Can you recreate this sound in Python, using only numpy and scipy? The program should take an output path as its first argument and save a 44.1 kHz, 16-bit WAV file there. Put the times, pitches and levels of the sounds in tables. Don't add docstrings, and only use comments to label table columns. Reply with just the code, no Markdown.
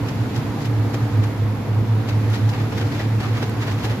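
import sys
import numpy as np
from scipy import signal
from scipy.fft import rfft, irfft
from scipy.io import wavfile
from scipy.ndimage import uniform_filter1d

SR = 44100
rng = np.random.default_rng(int(sys.argv[2]) if len(sys.argv) > 2 else 0)


def file_out(sig):
    cols = np.atleast_2d(sig).T
    lim = np.clip(cols, -1, 1)
    pcm = np.round(lim * 32767).astype(np.int16)
    wavfile.write(sys.argv[1], SR, pcm)


N = 176400
T = np.arange(N) / SR
FREQS = np.fft.rfftfreq(N, 1 / SR)


def amp(db):
    return 10 ** (np.asarray(db) / 20)


def unit(x):
    return x / np.sqrt(np.mean(x ** 2) + 1e-20)


def automation(points, t=T):
    return np.interp(t, *np.transpose(points))


def over_spectrum(points):
    hz, value = np.transpose(points)
    return np.interp(np.log(FREQS + 1), np.log(hz + 1), value)


def wander(rate_hz):
    return unit(irfft(rfft(rng.standard_normal(N)) * (FREQS > 0) / (1 + (FREQS / rate_hz) ** 4), N))


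def stereo_spectra(correlation):
    shape = (2, len(FREQS))
    left, other = rng.standard_normal(shape) + 1j * rng.standard_normal(shape)
    alike = np.clip(over_spectrum(correlation), -1, 1)
    return np.array([left, alike * left + np.sqrt(1 - alike ** 2) * other])


def panned(x, left_db):
    return x * amp(left_db * np.array([[.5], [-.5]]))


def swell(peak_s, attack_s, decay_s):
    return np.exp(-abs(T - peak_s) / np.where(T < peak_s, attack_s, decay_s))


def knocks(hits, band_hz, attack_s, decay_s):
    bandpass = signal.butter(2, band_hz, "band", fs=SR, output="sos")
    envelope = sum(amp(db) * swell(peak_s, attack_s, decay_s) for peak_s, db in hits)
    return envelope * unit(signal.sosfilt(bandpass, rng.standard_normal(N)))


# time in seconds, level in dB before the trim.
DRONE_THROB = [(0,-38),(.03,-15.5),(.1,-33),(.17,-34),(.21,-14),(.25,-23),(.31,-38),(.39,-16),(.42,-36),(.5,-19),(.54,-32),(.6,-39),(.69,-19),(.75,-22),(.8,-14.5),(.84,-25.5),(.88,-21),(.92,-35),(1.04,-17.5),(1.1,-37),(1.14,-16),(1.2,-14.5),(1.3,-22.5),(1.35,-39),(1.4,-17.5),(1.54,-21.5),(1.6,-30),(1.67,-28.5),(1.73,-18.5),(1.82,-17),(1.87,-27),(1.9,-18),(1.96,-16),(2.06,-25.5),(2.18,-15.5),(2.22,-23.5),(2.25,-18),(2.32,-16),(2.38,-28),(2.43,-14.5),(2.49,-17),(2.52,-26),(2.58,-24),(2.63,-17.5),(2.67,-23),(2.71,-39),(2.76,-19),(2.81,-29),(2.86,-18),(2.91,-40),(2.96,-27),(3.0,-34),(3.04,-21.5),(3.12,-20.5),(3.17,-18.5),(3.21,-27.5),(3.26,-23.5),(3.35,-18),(3.4,-28),(3.61,-23.5),(3.66,-32),(3.72,-22.5),(3.78,-22.5),(3.82,-34),(3.91,-18),(4,-39)]
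# time in seconds, pitch in Hz.
DRONE_PITCH = [(0,110),(.2,112.8),(.48,114.1),(.58,109),(.7,114.6),(.85,104.6),(.96,112.8),(1.07,111.1),(1.15,106.2),(1.3,106.8),(1.48,106),(1.75,106.5),(1.88,109.7),(1.98,107.2),(2.05,112.7),(2.14,108),(2.55,108.8),(2.8,107.6),(3.0,106.7),(3.13,111.1),(3.22,107.2),(3.34,112.1),(3.45,106.1),(3.6,108.6),(3.73,104.6),(3.88,110.6)]


def drone(trim_db=.04, octave_db=-29.5, boom_hz=115, boom_width_hz=24, boom_db=-41):
    phase = 2 * np.pi * np.cumsum(automation(DRONE_PITCH)) / SR
    tone = np.sqrt(2) * (np.sin(phase) + amp(octave_db) * np.sin(2 * phase))
    resonance = 1 / (1 + (2 * (FREQS - boom_hz) / boom_width_hz) ** 2)
    boom = unit(irfft(rfft(rng.standard_normal(N)) * resonance, N))
    return amp(automation(DRONE_THROB) + trim_db) * tone + amp(boom_db) * boom


# multiple of the shaft rate, level in dB before the fader.
SHAFT_ORDERS = [(1,-39.5),(2,-38.5),(3,-51.5)]
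# time in seconds, gain in dB.
HUM_FADER = [(0,9.5),(.15,-4.5),(.65,5),(1.05,3.5),(1.35,-1),(1.6,-10.5),(1.9,-8),(2.15,3.5),(2.4,-1),(2.82,5),(3.2,-1),(3.4,1),(3.6,3.5),(4,-4)]


def motor_hum(shaft_hz=145.1, speed_drift=.00088, waver_db=1):
    speed_hz = shaft_hz * (1 + speed_drift * wander(rate_hz=4.9))
    phase = 2 * np.pi * np.cumsum(speed_hz) / SR
    hum = 0
    for order, db in SHAFT_ORDERS:
        waver = amp(waver_db * wander(rate_hz=1.1))
        hum += amp(db) * unit(waver * np.sin(order * phase + 2 * np.pi * rng.random()))
    return amp(automation(HUM_FADER)) * hum


# frequency in Hz, relative spectral level in dB.
AIR_EQ = [(20,-33),(32,-28),(48,-7),(80,-4.5),(110,6),(137,5),(160,-8.5),(185,-1.5),(210,1.5),(255,0.4),(305,-4.5),(410,-10),(470,-6),(570,-14),(830,-12),(1300,-18.5),(2100,-22.5),(3000,-28.5),(4200,-30.5),(5600,-35.5),(7400,-39),(8500,-48.5),(10500,-43),(12500,-42.5),(15000,-51)]
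# frequency in Hz, left-right correlation (1 is mono).
AIR_CORRELATION = [(30,.97),(60,.99),(130,.99),(290,.9),(640,.64),(1400,.38),(3000,0),(15000,.05)]
# frequency in Hz, left minus right in dB.
AIR_BALANCE = [(100,2),(350,-3.5),(690,1.5),(1300,-1.5),(4400,-2.5),(14000,-0.5)]
# time in seconds, shelf gain in dB.
AIR_TREBLE = [(0,3),(.6,2),(.75,1),(1,3),(1.45,0),(1.95,-0.5),(2.2,3),(2.9,2.5),(4,2.5)]


def fan_air(level_db=-26, shelf_hz=2150, patchy_db=.76, flicker_db=.5):
    lean_db = over_spectrum(AIR_BALANCE) / 2
    eq = amp(over_spectrum(AIR_EQ) + np.array([lean_db, -lean_db]))
    air = irfft(stereo_spectra(AIR_CORRELATION) * eq, N)
    hz, times, frames = signal.stft(air, SR, nperseg=512)
    speckle = rng.standard_normal((len(times), len(hz)))
    patches = unit(uniform_filter1d(uniform_filter1d(speckle, size=8, axis=0), size=6, axis=1)).T
    shelf = (hz ** 2 / (hz ** 2 + shelf_hz ** 2))[:, None]
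    treble_db = automation(AIR_TREBLE, times) + flicker_db * rng.standard_normal(len(times))
    frames = frames * amp(patchy_db * patches + shelf * treble_db)
    return amp(level_db) * unit(signal.istft(frames, SR)[1][:, :N])


def hiss(level_db=-60.5, band_hz=(10100, 14400)):
    bandpass = signal.butter(3, band_hz, "band", fs=SR, output="sos")
    noise = unit(signal.sosfilt(bandpass, rng.standard_normal((2, N))))
    return panned(amp(level_db) * noise, left_db=-8)


def droplets(drops_per_s=900, spread_db=7, range_hz=(1216, 7100), pitches=24, decay_cycles=7.8):
    patter = np.zeros((2, N))
    for hz in np.geomspace(*range_hz, pitches):
        cycles = T[:1200] * hz
        lands = rng.random(N) < drops_per_s / pitches / SR
        sizes = amp(spread_db * np.minimum(rng.exponential(1, N), 3))
        for ear in patter:
            ring = np.exp(-cycles / decay_cycles) * np.sin(2 * np.pi * (cycles + rng.random()))
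            ear += signal.oaconvolve(lands * sizes, ring)[:N]
    return unit(patter)


# peak time in seconds, level in dB, attack in seconds, decay in seconds,
# brightness in dB (half lifts the treble, half cuts the body).
SWISH_CUES = [(.089,-34.5,0.011,0.017,1),(0.363,-33,0.014,0.027,1),(.625,-41,.03,0.017,10),(0.657,-31.5,0.01,0.012,0),(0.945,-30.5,0.007,0.0098,2),(1.24,-32,0.0057,0.013,-2.5),(1.272,-44,0.0056,.01,7),
              (2.094,-29,0.011,0.015,-3),(2.135,-40,0.032,0.02,-12),(2.348,-31,0.028,0.031,-2.5),(2.494,-33.5,.006,0.018,1),(2.538,-31.5,0.0069,0.021,-13.5),(2.601,-35.5,0.022,0.038,-9),(2.726,-35,0.013,0.016,-8),
              (2.784,-29,0.017,0.014,-3),(2.812,-30,0.0086,.02,-7),(2.87,-39,0.029,0.04,2),(2.921,-33,0.0046,0.019,-9),(2.952,-34.5,0.02,0.037,-3),(3.003,-30.5,0.017,0.035,-9),
              (3.205,-30.5,0.0049,0.014,-8),(3.238,-30.5,.012,0.037,-7),(3.29,-37,0.0042,0.011,-6),(3.375,-32.5,0.043,0.04,-7.5),(3.43,-26.5,0.0094,0.012,-7),(3.48,-40,0.037,0.032,-1),
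              (3.628,-29.5,0.021,0.019,-7),(3.681,-30.5,0.017,0.033,-6),(3.716,-34.5,0.0079,0.022,3),(3.80,-37,.03,0.028,-8),(3.852,-26.5,0.019,0.018,-3),(3.905,-33,0.021,0.043,-7)]
# frequency in Hz, relative spectral level in dB.
SPRAY_EQ = [(100,-22),(330,5),(600,1),(1100,-1.5),(2100,-0.9),(3200,-2),(5000,-4.5),(7200,-11.5),(8600,-22.5),(11000,-16),(15000,-22)]
# frequency in Hz, left-right correlation (1 is mono).
SPRAY_CORRELATION = [(300,0.99),(1300,0.26),(3000,0.6),(6500,0.14),(12000,0.18)]
# time in seconds, left minus right in dB.
SWISH_BALANCE = [(0,0),(.65,3.5),(2.1,2),(2.8,2),(3.3,0),(4,0)]


def swishes(grain_db=2, droplets_db=-7.5, crossover_hz=2800, left_delay_s=.00014):
    delay = np.exp(-2j * np.pi * FREQS * np.array([[left_delay_s], [0]]))
    noise = irfft(stereo_spectra(SPRAY_CORRELATION) * delay, N)
    grain = amp(grain_db * wander(rate_hz=650))
    spray = unit(irfft(rfft(noise * grain) * amp(over_spectrum(SPRAY_EQ)), N))
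    water = unit(spray + amp(droplets_db) * droplets())
    body = irfft(rfft(water) / (1 + (FREQS / crossover_hz) ** 4), N)
    treble = water - body
    spurts = 0
    for band, tilt in ((body, -.5), (treble, .5)):
        power = sum((amp(db + tilt * bright_db) * swell(peak_s, attack_s, decay_s)) ** 2
                    for peak_s, db, attack_s, decay_s, bright_db in SWISH_CUES)
        spurts += np.sqrt(power) * band
    return panned(spurts, automation(SWISH_BALANCE))


# peak time in seconds, level in dB.
TICK_CUES = [(.656,-49),(.947,-46),(2.302,-37),(3.205,-41),(3.428,-42),(3.497,-35)]


def ticks():
    return knocks(TICK_CUES, band_hz=(4500, 14200), attack_s=.00027, decay_s=.001)


# peak time in seconds, level in dB.
CLACK_CUES = [(.658,-35),(.945,-36),(2.535,-37),(3.431,-34),(3.63,-39),(3.682,-40)]


def clacks():
    return knocks(CLACK_CUES, band_hz=(1350, 2150), attack_s=.0022, decay_s=.0045)


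# peak time in seconds, level in dB.
THUMP_CUES = [(.945,-24.5),(3.0,-31)]


def thumps():
    return knocks(THUMP_CUES, band_hz=(200, 650), attack_s=.004, decay_s=.016)


def scene():
    machines = panned(drone() + motor_hum(), left_db=-1.73)
    blows = thumps() + ticks() + clacks()
    return machines + blows + fan_air() + hiss() + swishes()


def record(dry):
    cutoff_hz = 15400
    lowpass = signal.firwin(511, cutoff_hz, window=("kaiser", 9), fs=SR)
    return signal.oaconvolve(dry, lowpass[None], "same")


dry = scene()
out = record(dry)
file_out(out)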